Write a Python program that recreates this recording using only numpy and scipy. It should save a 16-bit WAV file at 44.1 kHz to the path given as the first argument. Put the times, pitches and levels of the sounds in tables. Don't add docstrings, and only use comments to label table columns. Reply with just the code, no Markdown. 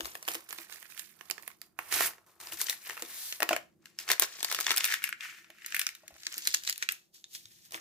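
import sys
import numpy as np
from scipy import signal
from scipy.fft import rfft, irfft, next_fast_len
from scipy.io import wavfile
from scipy.ndimage import uniform_filter1d

SR = 44100
rng = np.random.default_rng(int(sys.argv[2]) if len(sys.argv) > 2 else 0)


def voltage_ratio(level):
    return 10 ** (np.asarray(level, float) / 20)


def digitize_waveform(pressure):
    field = np.atleast_2d(pressure).T
    bounded = np.clip(field, -1, 1)
    quanta = np.round(bounded * 32767).astype(np.int16)
    wavfile.write(sys.argv[1], SR, quanta)


N = 344024

TURN_SNAPS = [(.0063, -21.5, 2950, -6), (.0553, -25, 4640, -10), (.1524, -25.5, 1780, -2),
              (.2265, -30.5, 5860, 1), (.2785, -22, 1870, 1.5), (.2848, -17.5, 3100, -2.5),
              (.3513, -23.5, 3180, -.5), (.5069, -27.5, 6700, -13), (.5269, -25, 1670, .5),
              (.5847, -29, 2470, -2), (.8267, -39, 1820, -16.5), (.9764, -38, 2160, 2),
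              (.994, -26, 7400, -1), (1.2095, -36, 1770, -11), (1.2995, -27, 2250, 3),
              (1.31, -19, 6850, -4), (1.3796, -33.5, 1750, -17.5), (1.4246, -42, 4650, 6),
              (1.4774, -29, 1850, 6), (1.6157, -32, 4670, 1.5), (1.7893, -26, 1060, .5),
              (1.924, -21.5, 5400, -9), (1.9393, -20, 8300, 1.5), (2.0069, -18.5, 1890, 3),
              (2.1817, -46.5, 1700, -21)]
POUR_SNAPS = [(2.6147, -16.5, 5900, 1), (2.697, -15, 3800, 1.5), (2.7272, -26, 2000, -10),
              (2.87, -31.5, 1940, -23), (2.8967, -27, 1890, -9), (3.022, -19, 7600, -4.5),
              (3.3246, -20, 2670, -16), (3.4036, -19.5, 1830, .5), (3.422, -12, 1860, -21),
              (3.429, -12, 1960, -1), (3.4904, -12.5, 2860, -3.5), (3.5096, -22, 1500, -6),
              (3.5296, -14, 1420, -10.5), (3.5635, -18, 1670, -3.5), (3.8565, -34.5, 2800, -7.5),
              (3.9879, -20, 5400, -7), (4.0894, -20.5, 2570, -3.5), (4.1016, -15.5, 1690, -8),
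              (4.1154, -11.5, 4340, 5), (4.1966, -9, 7600, 6), (4.2214, -9, 7040, -2),
              (4.2266, -20, 1060, 0), (4.4056, -29, 4540, -7)]
CRUSH_SNAPS = [(4.4288, -15.5, 7860, -3), (4.4459, -12, 4430, -3), (4.514, -19, 1310, 1),
               (4.5248, -15, 5700, -4.5), (4.5468, -15, 3000, -4), (4.588, -21, 1240, -10),
               (4.6023, -23, 6400, 7), (4.6086, -17.5, 7600, -2), (4.6663, -13, 3480, -12),
               (4.6935, -20.5, 4630, -17.5), (4.7062, -9.5, 3440, -13), (4.715, -11, 3550, -8),
               (4.7628, -23, 8120, 11), (4.7721, -12.5, 8000, .5), (4.7793, -13, 5000, 3.5),
               (4.8068, -18, 2800, -20), (4.8429, -8.5, 7500, -3), (4.8522, -19.5, 7560, 8.5),
               (4.9018, -26, 1390, -2), (4.9223, -19.5, 5810, -12), (4.9399, -16, 3570, -2.5),
               (5.0399, -16, 1990, 5.5), (5.0906, -29, 1510, 7.5), (5.1265, -22, 1590, -21),
               (5.5022, -38.5, 2580, -2.5), (5.6616, -22, 7000, 1.5), (5.7225, -23, 1730, -24),
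               (5.7451, -18.5, 1900, -.5), (5.7652, -23, 2024, 6), (5.7939, -17.5, 2420, 9)]
BALL_SNAPS = [(5.8146, -14, 5600, -6), (5.8667, -12, 5400, -8), (5.8895, -24.5, 5360, -3),
              (5.9507, -33.5, 3880, -3.5), (6.0793, -28, 7240, -8.5), (6.2335, -32, 3980, -20),
              (6.2672, -15.5, 4580, -15.5), (6.3246, -28, 5360, -4), (6.3412, -24, 6680, -14),
              (6.3796, -21, 7900, 3), (6.4726, -9.5, 4130, -.5), (6.5408, -11, 4630, -9.5),
              (6.5448, -5, 6600, -9.5), (6.570, -27, 4800, -17), (6.6359, -28, 4900, -5),
              (6.6495, -29, 4930, -7), (6.6745, -14.5, 4030, -16), (6.6898, -22.5, 1940, -4),
              (6.696, -13, 4850, -2.5), (6.726, -20.5, 6900, -4.5), (6.7781, -27, 9200, 3),
              (6.8248, -15, 2460, -14), (6.8885, -11.5, 2570, -10), (6.9211, -33.5, 7150, 16),
              (7.2412, -29.5, 3680, -32.5), (7.3493, -25, 3360, -7.5), (7.4552, -35.5, 3730, -13),
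              (7.708, -41.5, 3800, 2), (7.721, -31, 5730, -2), (7.7436, -23, 2490, -19.5)]
TICKS = [(0.0461, -28, 3900, -6), (0.146, -42, 3510, 3), (0.2512, -36, 4410, -6),
         (0.3161, -23, 8830, 0), (0.3365, -25, 8380, -1), (0.3451, -24, 8230, 0),
         (0.4058, -39, 7880, -3), (0.4906, -36, 5250, -8), (0.6687, -48, 1550, -18),
         (0.697, -37, 2410, -4), (0.7247, -30, 4090, -5), (0.8549, -40, 1830, -19),
         (0.8994, -45, 2800, 4), (0.9212, -39, 2520, -5), (1.3954, -42, 1010, -18),
         (1.4321, -38, 1830, -9), (1.4653, -48, 2090, 0), (1.5021, -40, 1100, -19),
         (1.5143, -40, 2200, -21), (1.8881, -43, 2200, 1), (2.1338, -42, 1890, -24),
         (2.264, -52, 7990, 5), (2.2946, -53, 1250, -12), (2.4012, -33, 8680, -1),
         (2.4115, -32, 8760, -2), (2.4358, -42, 2820, 1), (2.4706, -26, 4970, -12),
         (2.4998, -41, 1180, -14), (2.5223, -27, 2840, -12), (2.5339, -30, 7520, -1),
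         (2.5419, -33, 5770, -3), (2.5718, -31, 8010, -2), (2.6078, -26, 4460, 1),
         (2.668, -24, 3080, -11), (2.6849, -23, 1960, -19), (2.706, -23, 3960, -11),
         (2.8643, -35, 1920, -19), (2.8899, -34, 1830, -13), (2.9064, -23, 1870, -21),
         (2.9684, -34, 1400, -13), (2.9752, -29, 1290, -11), (2.9948, -34, 3620, -8),
         (3.0493, -33, 3550, -11),
         (3.9998, -30, 4870, 1), (4.0101, -38, 2800, 4), (4.0785, -26, 1420, -24),
               (4.1806, -32, 2130, -22), (4.2334, -20, 6070, -1), (4.3885, -35, 1790, -22),
               (4.4989, -25, 5620, -4), (4.6797, -23, 1010, -13), (4.7188, -19, 1360, 0),
               (4.7402, -27, 1250, -20), (4.8033, -23, 7410, -4), (4.8365, -26, 1790, 4),
               (4.8593, -19, 2410, 0), (4.8751, -24, 3510, 2), (4.915, -21, 3010, -8),
               (4.9365, -17, 1680, -9), (5.0201, -34, 1530, -17), (5.0284, -33, 7600, 0),
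               (5.2073, -25, 3380, -15), (5.4442, -41, 2390, -21), (5.5843, -45, 1770, -15),
               (5.6199, -39, 1960, -20), (5.646, -31, 1920, -24), (5.7048, -38, 4570, 7),
               (5.748, -23, 2430, 7), (6.1409, -44, 4290, -3), (6.255, -33, 4950, -13),
               (6.3186, -35, 3380, -12), (6.3325, -30, 2150, -9), (6.3588, -38, 6350, 5),
               (6.3681, -29, 6780, -5), (6.3908, -32, 6760, -16), (6.453, -23, 7490, -8),
               (6.4764, -18, 4220, -11), (6.6669, -27, 4570, -13), (6.6806, -31, 3880, -24),
               (6.7066, -23, 5020, -8), (6.7586, -30, 3750, -2), (6.8303, -22, 5560, -13),
               (6.8977, -29, 4890, -9), (6.9097, -29, 8030, -5), (7.6513, -49, 5790, -1)]
# [low edge f/Hz, high edge f/Hz]
BANDS = [(350, 1250), (1250, 3000), (3000, 8000), (8000, 15600)]


def sachet():
    shape, rings = snaps(TURN_SNAPS + POUR_SNAPS + CRUSH_SNAPS + BALL_SNAPS)
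    tick_shape, tick_rings = snaps(TICKS)
    rub = rustle()
    noise = paper_noise()
    rings = rings + crackle(uniform_filter1d(rub[1, 0] + rub[2, 0], size=300))
    shape = shape + voltage_ratio(-4) * tick_shape
    rings = rings + voltage_ratio(-1.5) * tick_rings

    bands = np.zeros((2, N))
    for gated, (low, high) in zip((shape + rub) * noise, BANDS):
        bands += keep(gated, (.85 * low, 1.06 * high), order=2)

    rumble = rng.standard_normal((2, N)) + rng.standard_normal(N)
    rumble = unit(keep(rumble, (60, 240), order=2))
    push = uniform_filter1d(rub[0] + .15 * shape[0], size=900)
    return bands + keep(rings, (1000, 16000)) + voltage_ratio(-17.5) * push * rumble


# [t/s, closed 0-1]
CLOSED = [(0, .1), (.7, .35), (1.12, .8), (1.22, .2), (1.55, .45), (2.0, .02), (2.5, .15), (2.7, .55),
          (3.0, .25), (3.33, .65), (3.45, .22), (3.97, .75), (4.06, .24), (4.7, .38), (5.1, .95),
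          (6.85, .75), (7.66, .99), (7.72, .2)]
# [t/s, broad panels against tight creases level/dB, graininess 0-1]
GRIP = [(0, 2, .7), (.85, 5, .9), (1.6, -2, .8), (1.9, 9, .5), (2.05, 1.5, .5), (2.8, -2, .8), (3.0, 6, .7),
        (3.25, -7, .12), (3.5, 4, .7), (4.5, -3, .9), (5.25, 13, .4), (6.3, 0, .8), (6.62, -6, .9),
        (6.9, 6, .6), (7.13, -11, .25), (7.3, -9, .4), (7.68, -4, .4), (7.75, 4, .8)]


def snaps(creases):
    shape, rings, t = np.zeros((4, 2, N)), np.zeros((2, N)), np.arange(2000) / SR
    rise = 1 - np.exp(-t / 0.00038)
    burst = np.array([rise * (fade(t, t60) + 0.045 * fade(t, 0.081)) for t60 in (0.013, 0.012, 0.010, 0.0052)])
    closed_s, closed = np.transpose(CLOSED)
    grip_s, grip_db, _ = np.transpose(GRIP)
    for (s, db, hz, fine_db), luck in zip(creases, rng.random((len(creases), 5))):
        start, shift, spacing, offset, side = luck
        gain = voltage_ratio(db) * ports(7.6 * (side - .5))[:, None]
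        octaves = np.log2(hz / 3000)
        low_db = -4 * octaves - 32 * np.interp(s, closed_s, closed)
        lean_db = 3.5 * octaves
        panel_db = -9.5 - lean_db + .6 * np.interp(s, grip_s, grip_db)
        band_db = np.array([low_db - 2.5, panel_db, -6.5 + min(lean_db, 0), fine_db - 0.5])
        add(shape, voltage_ratio(band_db)[:, None, None] * gain * burst[:, None], s)

        phase = 2 * np.pi * np.array([[start], [start + (shift - .5) / 2]])
        second_hz = hz * (1.15 + .5 * spacing)
        pair = np.sin(2 * np.pi * hz * t + phase)
        pair = pair + .5 * np.sin(2 * np.pi * second_hz * t + phase + 2 * np.pi * offset)
        ring = fade(t, .48 / np.sqrt(hz))
        add(rings, voltage_ratio(-1.5) * gain * rise * ring * pair, s)
    return shape, rings


def crackle(loudness, count=2600, size=224):
    when, pitch, ring, side, phase, strength = rng.random((count, 6)).T
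    start = (when * (N - size)).astype(int)
    panel_db, grain = (column[start] for column in read(GRIP))
    hz = (1400 * 10 ** (pitch ** voltage_ratio(.5 * panel_db)))[:, None]
    t = np.arange(size) / SR
    gain = loudness[start] * grain * voltage_ratio(5 - 13 * np.log10(np.maximum(strength, .15)))
    t60 = (3.8 + 9 * ring[:, None]) / hz
    tick = np.sin(2 * np.pi * (hz * t + phase[:, None]))
    tick = tick * (1 - np.exp(-t / 0.00023)) * fade(t, t60)
    where = (start[:, None] + np.arange(size)).ravel()
    heard = []
    for port_gain in ports(17 * (side - .5)):
        heard.append(np.bincount(where, (tick * (gain * port_gain)[:, None]).ravel(), N))
    return np.array(heard)


def rustle():
    effort = movement()
    low_db = -25 * read(CLOSED)[0] - .42 * (20 * np.log10(effort) + 52)
    fine_db = read([(3.4, 2), (3.45, -7.5), (7.02, -7.5), (7.08, -2.5)])[0]
    panel_db, grain = read(GRIP)
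    common = effort * grains(90, 2.5, .06, .3 * grain)
    own = [grains(rate, 3.2, 5.5 / rate, 0.83 * grain) for rate in (152, 203, 252, 328)]
    band_db = [low_db - 1, panel_db / 2 - 6.5, -panel_db / 2 - 1, fine_db - .3 * panel_db]
    return np.array([voltage_ratio(db) * common * g for db, g in zip(band_db, own)])[:, None]


# [peak t/s, rustle level/dB, swell/s per 20 dB, fade/s per 20 dB]
STROKES = [(0.0, -52, .1, .5), (.299, -42, .04, .12), (.725, -47.5, .06, .09), (.05, -47, .008, .09),
           (.8, -57, .1, .2), (.9, -54, .03, .11), (1.06, -62, .1, .2), (4.7, -36, .06, .08),
           (5.66, -52, .01, .08), (2.67, -44, .02, .03), (7.51, -62, .01, .12), (.99, -51, .08, .11),
           (1.63, -67, .045, .1), (2.111, -66, .02, .14), (2.27, -68, .012, .3), (2.525, -47, .015, .08),
           (2.612, -37, .04, .07), (2.7, -40, .06, .07), (2.89, -49, .22, .4), (3.519, -40.5, .07, .09),
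           (3.87, -61, .056, .12), (4.001, -45.5, .025, .13), (4.109, -26.5, .03, .04),
           (4.221, -32, .02, .06), (4.931, -34, .3, .085), (5.05, -37.5, .05, .075), (5.23, -41, .045, .2),
           (5.385, -52.5, .08, .07), (5.811, -41.5, .245, .155), (6.69, -42, .065, .062),
           (6.825, -43, .06, .05), (6.909, -46, .022, .095), (7.145, -58, .015, .1),
           (7.35, -48.5, .05, .085), (7.66, -58, .07, .06), (7.74, -45.5, .03, .16)]
# [t/s, rustle level/dB, swell/s per 20 dB, fade/s per 20 dB, hold/s]
DRAGS = [
    (.49, -53, .005, .05, .14),
    (1.22, -67, .19, .11, .28),
    (1.8, -55.5, .021, .3, .08),
    (1.925, -32, .025, .04, .14),
    (2.401, -53, .004, .11, .09),
    (3.171, -46.5, .25, .15, .14),
    (4.28, -51, .05, .21, .11),
    (4.52, -41.5, .25, .21, .26),
    (6.47, -44.5, .36, .11, .09),
    (7.42, -66, .21, .11, .21),
]


def movement():
    t, power = np.arange(0, N, 32) / SR, 1e-12
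    for s, db, swell, fall, *hold in STROKES + DRAGS:
        before = (s - t) / swell
        after = (t - s - sum(hold)) / fall
        away = np.maximum(np.maximum(before, after), 0)
        power = power + voltage_ratio(db - 20 * away) ** 2
    return np.interp(np.arange(N) / SR, t, np.sqrt(power))


def grains(rate, spread_db, t60, share):
    chance = rng.random(N)
    size = np.minimum(rng.exponential(size=N), 2.2)
    slips = (chance < rate / SR) * voltage_ratio(spread_db * size)
    rough = unit(signal.lfilter([1], [1, -fade(1 / SR, t60)], slips))
    return np.sqrt(1 - share + share * rough ** 2)


ALIKE = [0.83, .5, 0.41, .1]
# [f/Hz, level/dB per Hz]
PAPER = [(120, -40), (200, -14.5), (335, -11.5), (562, -19.5), (640, -12.5), (860, -14), (1830, 1),
         (10400, 3), (12300, 4), (15200, 5), (16200, -40)]


def paper_noise():
    out = []
    for edges, alike in zip(BANDS, ALIKE):
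        shared, own = rng.standard_normal(N), rng.standard_normal((2, N))
        mixed = np.sqrt(alike) * shared + np.sqrt(1 - alike) * own
        out.append(unit(keep(colour(mixed, PAPER), edges)))
    noise = np.array(out)
    drumming = signal.lfilter(*signal.iirpeak(1795, 7, SR), noise[1])
    noise[1] = unit(noise[1] + 0.38 * drumming)
    return noise


# [t/s, peak level/dB, upper modes level/dB]
KNOCKS = [(0.002, -39.5, -19), (0.351, -41, -20), (3.023, -40, -18), (3.402, -52, 8.5), (3.421, -35, -0.5),
          (3.508, -31.5, 2.5), (3.53, -42, 10), (3.563, -49, 9.5), (5.499, -64, 5), (6.034, -73, 14.5),
          (6.106, -68, 10.5), (6.122, -72, 10), (6.153, -72, 11), (6.268, -62, -21), (6.545, -60, -21),
          (.285, -46, -10), (.585, -48, -15), (4.7, -46, -5), (6.37, -58, -21), (6.47, -57, -21),
          (2.53, -50, -21), (7.744, -45.5, -21)]
# [f/Hz, level/dB, t60/s]
BOWL = [(270, -14.5, 0.17), (337, -4, 0.1), (400, -8, .04), (485, 2, 0.023), (610, -2, .05), (650, 3, 0.06),
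        (700, -2, .05), (790, -1, .04), (1060, -6, .04), (1440, -15, 0.09), (1855, -15, 0.17),
        (2620, -13, .09)]


def bowl():
    out, t = np.zeros(N), np.arange(12000) / SR
    hz, db, t60 = np.transpose(BOWL)[:, :, None]
    upper = np.arange(len(BOWL))[:, None] > 3
    for s, hit_db, upper_db in KNOCKS:
        luck, detune = rng.standard_normal((2, len(BOWL), 1))
        strength = voltage_ratio(hit_db + 4 + db + upper * upper_db + 2.2 * luck)
        modes = strength * fade(t, t60) * np.sin(2 * np.pi * hz * (1 + 0.015 * detune) * t)
        thud = unit(keep(rng.standard_normal(len(t)), (260, 950), order=2))
        thud = voltage_ratio(hit_db + max(upper_db, 0) - 6) * fade(t, .05) * thud
        add(out, (1 - np.exp(-t / 0.0019)) * (modes.sum(axis=0) + thud), s)
    return keep(out, (200, 9000), order=2)


# [t/s, peak level/dB, f/Hz]
BUMPS = [
    (0.03, -55, 56.5),
    (2.071, -68.5, 88.8),
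    (6.121, -67, 67.3),
    (3.42, -67, 80.),
    (3.53, -66, 65.),
    (6.36, -71, 215.),
    (6.48, -70, 60.),
    (2.53, -68, 80.),
    (7.449, -67, 108),
]


def bumps():
    out, t = np.zeros(N), np.arange(9000) / SR
    for s, db, hz in BUMPS:
        envelope = (1 - np.exp(-t / 0.0049)) * fade(t, 0.17)
        add(out, voltage_ratio(db + 7.5) * envelope * np.sin(2 * np.pi * hz * t), s)
    return out


def room(dry):
    t = np.arange(16000) / SR
    tail = rng.standard_normal((2, len(t))) * fade(t, .23) * (1 - np.exp(-t / 0.0013))
    tail = signal.lfilter([1], [1, -.4], tail)
    tail = unit(tail) / np.sqrt(len(t))
    return voltage_ratio(-12) * signal.fftconvolve(dry.mean(axis=0)[None], tail, axes=1)[:, :N]


# [f/Hz, level/dB per Hz]
KITCHEN = [(15, -58.5), (25, -28), (43, -7.5), (108, -2), (190, 1), (229, 1.5), (256, -12.5), (335, 5.5),
           (427, -11), (624, -13), (988, -20), (2910, -28), (15400, -21), (16000, -45)]


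def kitchen():
    shared, own = rng.standard_normal(N), rng.standard_normal((2, N))
    hum = unit(colour(own + 1.2 * keep(shared, (70, 900), order=1), KITCHEN))
    waver = keep(hum, (20, 150), order=1) * (voltage_ratio(2.5 * drift(4)) - 1)
    waver = waver + keep(hum, (150, 500), order=1) * (voltage_ratio(2.5 * drift(6)) - 1)
    return voltage_ratio(-73.5) * (hum + waver)


def drift(rate):
    k = int(SR / rate)
    steps = np.repeat(rng.standard_normal(N // k + 1), k)
    return unit(uniform_filter1d(steps, k)[:N])


def unit(x):
    return x / np.sqrt(np.mean(x ** 2))


def colour(x, table):
    size = next_fast_len(N)
    hz = np.maximum(np.arange(size // 2 + 1) * SR / size, 1)
    table_hz, table_db = np.transpose(table)
    gain = voltage_ratio(np.interp(np.log(hz), np.log(table_hz), table_db))
    return irfft(rfft(x, size) * gain, size)[..., :N]


def keep(x, edges, order=3):
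    return signal.sosfilt(signal.butter(order, edges, "bandpass", fs=SR, output="sos"), x)


def fade(t, t60):
    return np.exp(-np.log(1000) * t / t60)


def add(track, sound, s):
    i = max(int(s * SR), 0)
    track[..., i:i + sound.shape[-1]] += sound[..., :N - i]


def ports(db):
    return voltage_ratio(np.array([db, -db]) / 2)


def read(table):
    s, *columns = np.transpose(table)
    return [np.interp(np.arange(N) / SR, s, c) for c in columns]


# [t/s, left port lag/ms, left minus right level/dB]
PLACE = [
    (0, 0.31, 1),
    (.7, 0.11, -8.5),
    (1.3, 0.069, -13.5),
    (2.001, .03, -3.5),
    (2.6, .03, 3),
    (3.401, 0.063, 0.5),
    (4.45, -0.085, 2),
    (6.201, .09, 1),
    (6.602, 0.28, 0.5),
    (7.8, 0.32, 1),
]


def scene():
    lag_ms, pan_db = read(PLACE)
    near = ports(pan_db) * sachet() + bowl()
    delayed = np.arange(N) - np.round(lag_ms * SR / 1000).astype(int)
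    near[0] = near[0, np.clip(delayed, 0, N - 1)]
    return near + room(near) + bumps() + kitchen()


def low_pass(x):
    return signal.sosfilt(signal.butter(12, 16800, fs=SR, output="sos"), x)


def record(dry):
    rolloff = signal.butter(10, 16000, fs=SR, output="sos")
    mix = signal.sosfilt(rolloff, dry)
    return low_pass(mix)


dry = scene()
out = record(dry)
digitize_waveform(out)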